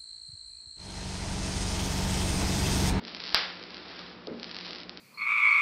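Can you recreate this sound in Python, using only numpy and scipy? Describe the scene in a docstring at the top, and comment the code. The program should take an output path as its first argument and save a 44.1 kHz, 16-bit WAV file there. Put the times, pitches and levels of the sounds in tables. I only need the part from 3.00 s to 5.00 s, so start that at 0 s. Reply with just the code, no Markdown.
"""A dull bump on a workshop bench dies away while a machine hums quietly behind everything.
A charged rod moves past a metal ball, and electricity leaking into the air (corona) hisses, crackles
and snaps. At 0.35 s one big spark jumps with a harsh, clipped crack and rings through the room.
The weakened hiss swells softly around 1 s, a second bump comes at 1.27 s, and the snaps grow busy again."""
import sys
import numpy as np
from scipy import signal
from scipy.fft import rfft, irfft, next_fast_len
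from scipy.io import wavfile
from scipy.ndimage import map_coordinates

SR = 44100
rng = np.random.default_rng(int(sys.argv[2]) if len(sys.argv) > 2 else 0)


def waveform_to_disk(signal):
    """Save audio, clipped to [-1, 1], as 16-bit WAV at the path in sys.argv[1]."""
    frames = np.transpose(np.atleast_2d(signal))
    scaled = np.clip(frames, -1, 1) * 32767
    samples = np.round(scaled).astype(np.int16)
    wavfile.write(sys.argv[1], SR, samples)


N = 88200
TIME_S = np.arange(N) / SR


def amp(db):
    """Turn decibels into a number to multiply by."""
    return 10 ** (np.asarray(db) / 20)


def along(table, hz):
    """Look up a table's value at any pitch, sliding between rows on a log scale."""
    pitches, values = np.transpose(table)
    return np.interp(np.log(hz + 1), np.log(pitches + 1), values)


def since(start_s):
    """Seconds since start_s, zero before it."""
    return np.maximum(TIME_S - start_s, 0)


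def wobble(per_s):
    """A smooth curve through per_s random points a second."""
    return map_coordinates(rng.standard_normal(int(N * per_s / SR) + 4), [TIME_S * per_s])


def filtered(x, response):
    """Change the strength and timing of each pitch in x by response(hz)."""
    size = next_fast_len(N + SR // 2)
    return irfft(rfft(x, size) * response(np.fft.rfftfreq(size, 1 / SR)), size)[:N]


# How well the microphone hears each pitch: pitch_hz, gain_db
MIC_TONE = [(15, -16), (45, 0.5), (5000, 1.5), (5400, -3.5), (5800, -12.5), (6080, -26), (6350, -45.5),
            (6700, -83)]
def heard(x):
    """The microphone loses the deepest bass and the high treble."""
    return filtered(x, lambda hz: amp(along(MIC_TONE, hz)))


def noise(tone):
    """Noise shaped by a tone table, with an average (rms) size of 1 at the microphone."""
    x = filtered(rng.standard_normal(N), lambda hz: amp(along(tone, hz)))
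    return x / heard(x).std()


def pulses(rows, response):
    """One click of air pressure for each row of start_s, peak_db."""
    start_s, peak_db = np.transpose(rows)
    samples = np.clip(np.round(start_s * SR).astype(int), 0, N - 1)
    train = np.bincount(samples, amp(peak_db), N)
    one_click = heard(filtered(signal.unit_impulse(N, N // 2), response))
    return filtered(train, response) / np.abs(signal.hilbert(one_click)).max()


# Knocks on the bench: start_s, strength_db
KNOCKS = [(-.06, -5.5), (1.272, 1.8)]
# The notes the bench rings with: pitch_hz, level_db, fade_s (time to fall 60 dB)
BENCH_NOTES = [(229, -41.5, .75), (249.4, -43, .7), (283, -46.5, .55), (335, -47, .45), (423.6, -43.5, .5),
               (504, -44.5, .55), (542, -50, .4)]
# The tone of a knock's click and of its boom: pitch_hz, gain_db
CLICK_TONE = [(1000, -37), (2600, -15.5), (3300, -2), (4500, 0), (5600, -1)]
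BOOM_TONE = [(50, -27), (130, -14.5), (240, -1), (350, -9.5), (450, -2.5), (560, -12), (750, -20),
             (1500, -27.5), (4000, -59)]
def bumps(click_db=-25.5, boom_db=-36.5, boom_fade_s=.46, rise_s=.0023):
    """Each soft knock makes a thin click, sets the bench ringing and booms in the room."""
    clicks = [(start_s, db + click_db) for start_s, db in KNOCKS if start_s > 0]
    out = pulses(clicks, lambda hz: amp(along(CLICK_TONE, hz)))
    for start_s, strength_db in KNOCKS:
        t = since(start_s)
        ring = sum(amp(db - 60 * t / fade_s) * np.sin(2 * np.pi * hz * t)
                   for hz, db, fade_s in BENCH_NOTES)
        boom = amp(boom_db - 60 * t / boom_fade_s) * noise(BOOM_TONE)
        out += amp(strength_db) * (ring + boom) * (1 - np.exp(-t / rise_s))
    return out


# The notes the machine hums: pitch_hz, level_db
MACHINE_NOTES = [(177.2, -60.3), (190, -65.5), (236.9, -67.5), (301.5, -62), (355.3, -63), (489.9, -67.5)]
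# The tone of the room's background noise: pitch_hz, gain_db
AIR_TONE = [(25, -43.5), (45, -25), (70, -4.5), (130, -8), (200, -1), (420, -1), (700, -8.5), (1300, -8.5),
            (2200, -14), (5000, -22)]
def workshop_hum(mains_hz=59.2, mains_db=-73, waver_db=2.8, air_db=-51.5):
    """A machine and the mains power hum a little unsteadily over the noise of the room."""
    hum = np.zeros(N)
    for hz, db in list(MACHINE_NOTES) + [(mains_hz, mains_db)]:
        level = amp(db + waver_db * wobble(12.9))
        drift = .571 * wobble(9.96)
        hum += np.sqrt(2) * level * np.sin(2 * np.pi * hz * TIME_S + drift)
    return hum + amp(air_db) * noise(AIR_TONE)


# The tone of one tiny spark: pitch_hz, gain_db
TINY_SPARK_TONE = [(100, -24.5), (600, -12), (1500, -8), (3000, -4), (4300, 0), (5500, -0.5)]
def tiny_spark(hz):
    """The filter for a tiny spark: -1j makes the air pressure swing quickly once each way."""
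    return -1j * amp(along(TINY_SPARK_TONE, hz))


# The leak as the rod nears and leaves the ball; the big spark drains it: time_s, strength_db
CORONA_STRENGTH = [(0, -56), (.06, -52.5), (.085, -46), (.185, -46.5), (.26, -44.5), (.34, -43),
                   (.38, -49.5), (.7, -49.5), (.77, -47), (.84, -49), (.91, -47), (1.08, -48), (1.19, -58),
                   (1.39, -54.5), (1.46, -47.5), (1.621, -46.5), (1.7, -45), (1.81, -47.5), (1.87, -56),
                   (2, -55.5)]
# The tone of the hiss: pitch_hz, gain_db
HISS_TONE = [(200, -19.5), (600, 2), (1200, -2.5), (2300, 0.5), (3300, -0.5), (4500, 0.5), (5600, -4.5)]
def corona(hiss_db=-2, waver_db=.6, crackle_db=-3, crackles_per_s=900, spread_db=3.5):
    """Countless tiny sparks blur into hiss; the stronger the leak, the more the crackle stands out."""
    strength_db = np.interp(TIME_S, *np.transpose(CORONA_STRENGTH))
    hiss = amp(strength_db + hiss_db + waver_db * wobble(40)) * noise(HISS_TONE)
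    fires = rng.random(N) < crackles_per_s / SR
    sizes = amp(spread_db * np.minimum(rng.standard_normal(N), 2))
    crackle = filtered(fires * sizes, tiny_spark)
    top_db = strength_db.max()
    steeper_db = top_db + 1.2 * (strength_db - top_db)  # crackle rises and falls more than hiss
    return hiss + amp(steeper_db + crackle_db) * crackle / heard(crackle).std()


# How long the room rings: pitch_hz, fade_s (time to fall 60 dB)
ROOM_FADE = [(200, .5), (800, 0.64), (2000, 0.62), (5500, 0.45)]
def room_fade(x, start_s):
    """Play x from start_s on, each pitch dying away as it does in the room."""
    hz, t, spectrum = signal.stft(x, SR, nperseg=256)
    fade = amp(-60 * np.maximum(t - start_s, 0) / along(ROOM_FADE, hz)[:, None])
    return signal.istft(spectrum * fade, SR, nperseg=256)[1][:N] * (TIME_S >= start_s)


# Small sparks heard one by one: start_s, peak_db
SMALL_SPARKS = [(.0390, -30.5), (.0512, -23), (.0726, -28), (.0795, -25), (.0822, -23.5), (.0946, -30),
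                (.1484, -18), (.1513, -28), (.1661, -26), (.1707, -26), (.1988, -28.5), (.2029, -19),
                (.2096, -29.5), (.2206, -27), (.2240, -30), (.2389, -19.5), (.2425, -27.5), (.2460, -25.5),
                (.2534, -23), (.2584, -26), (.2640, -21.5), (.2711, -26), (.2780, -20), (.2864, -23),
                (.2933, -20), (.3041, -23), (.3210, -27), (.3245, -23.5), (.3286, -21.5), (.5970, -28),
                (.6284, -27), (.6383, -24.5), (.7061, -27.5), (.7451, -23.5), (.7696, -24), (.7808, -29.5),
                (.9926, -25.5), (1.3983, -26), (1.4312, -18.5), (1.4440, -20.5), (1.4945, -28),
                (1.5138, -21.5), (1.5462, -22.5), (1.5566, -27), (1.5666, -19), (1.5877, -20.5),
                (1.6034, -27), (1.6104, -25), (1.6494, -25.5), (1.6538, -29), (1.6576, -24), (1.6616, -27),
                (1.6668, -24), (1.6798, -24.5), (1.6910, -29.5), (1.7084, -20.5), (1.7323, -22),
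                (1.7499, -25), (1.7598, -25), (1.7854, -26), (1.8028, -27.5), (1.8151, -29),
                (1.8337, -26.5), (1.8951, -19), (1.9741, -23)]
def snaps(room_db=-11):
    """Small sparks snap close by, with only a little echo from the room."""
    direct = pulses(SMALL_SPARKS, tiny_spark)
    room = room_fade(rng.standard_normal(N), 0)
    echo = signal.fftconvolve(direct, room / np.linalg.norm(room))[:N]
    return direct + amp(room_db) * echo


# Hard surfaces that throw the crack back: delay_s, peak_db
WALL_ECHOES = [(.001, -17), (.0041, -8.5), (.0155, -20.5), (0.095, -22.5)]
# The tone of the crack and of the room's answer: pitch_hz, gain_db
CRACK_TONE = [(30, 6), (300, -1), (1300, 8), (2300, 2), (3500, 1.5), (6000, 8)]
ECHO_TONE = [(60, -26.5), (250, -31), (500, -5), (900, -4), (1500, -0.5), (2800, -1), (4500, 1.5),
             (5600, .5)]
def big_spark(start_s=.346, peak_db=.6, tail_db=-24, tail_rise_s=.0036):
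    """One very short, hard push of air bounces off the walls and leaves the room ringing."""
    def bright_crack(hz, ring_hz=4550, width_hz=1100, ring_db=6):
        """A brief high ring gives the crack its bright edge."""
        ring = 1j * hz * width_hz / (ring_hz ** 2 - hz ** 2 + 1j * hz * width_hz)
        return -1j * amp(along(CRACK_TONE, hz)) * (1 + amp(ring_db) * ring)

    crack = pulses([(start_s, peak_db)], bright_crack)
    arrivals = [(start_s + delay_s, db) for delay_s, db in WALL_ECHOES]
    echoes = pulses(arrivals, lambda hz: -amp(along(ECHO_TONE, hz)))
    tail = room_fade(noise(ECHO_TONE), start_s) * (1 - np.exp(-since(start_s) / tail_rise_s))
    return crack + echoes + amp(tail_db) * tail


# The tone of the soft, duller swell in the hiss: pitch_hz, gain_db
SWELL_TONE = [(400, -10), (900, -7), (1300, -0.5), (2200, -8.5), (3500, -9), (5500, -11)]
def hiss_swell(peak_s=.99, width_s=.18, level_db=-52.5):
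    """The middle pitches of the hiss swell and fade once."""
    swell = np.exp(-((TIME_S - peak_s) / width_s) ** 2 / 2)
    return amp(level_db) * swell * noise(SWELL_TONE)


def scene():
    """All the sounds meet at one microphone."""
    return (bumps() + workshop_hum() + corona() + snaps() + big_spark() + hiss_swell())[None]


def record(dry):
    """The loud crack is clipped: its peak is cut flat, giving a harsh, bright splash of treble."""
    clip_level, top_hz = .72, 15700
    clipped = np.clip(heard(dry[0]), -clip_level, clip_level)
    return filtered(clipped, lambda hz: 1 / (1 + (hz / top_hz) ** 100))[None]


dry = scene()
out = record(dry)
waveform_to_disk(out)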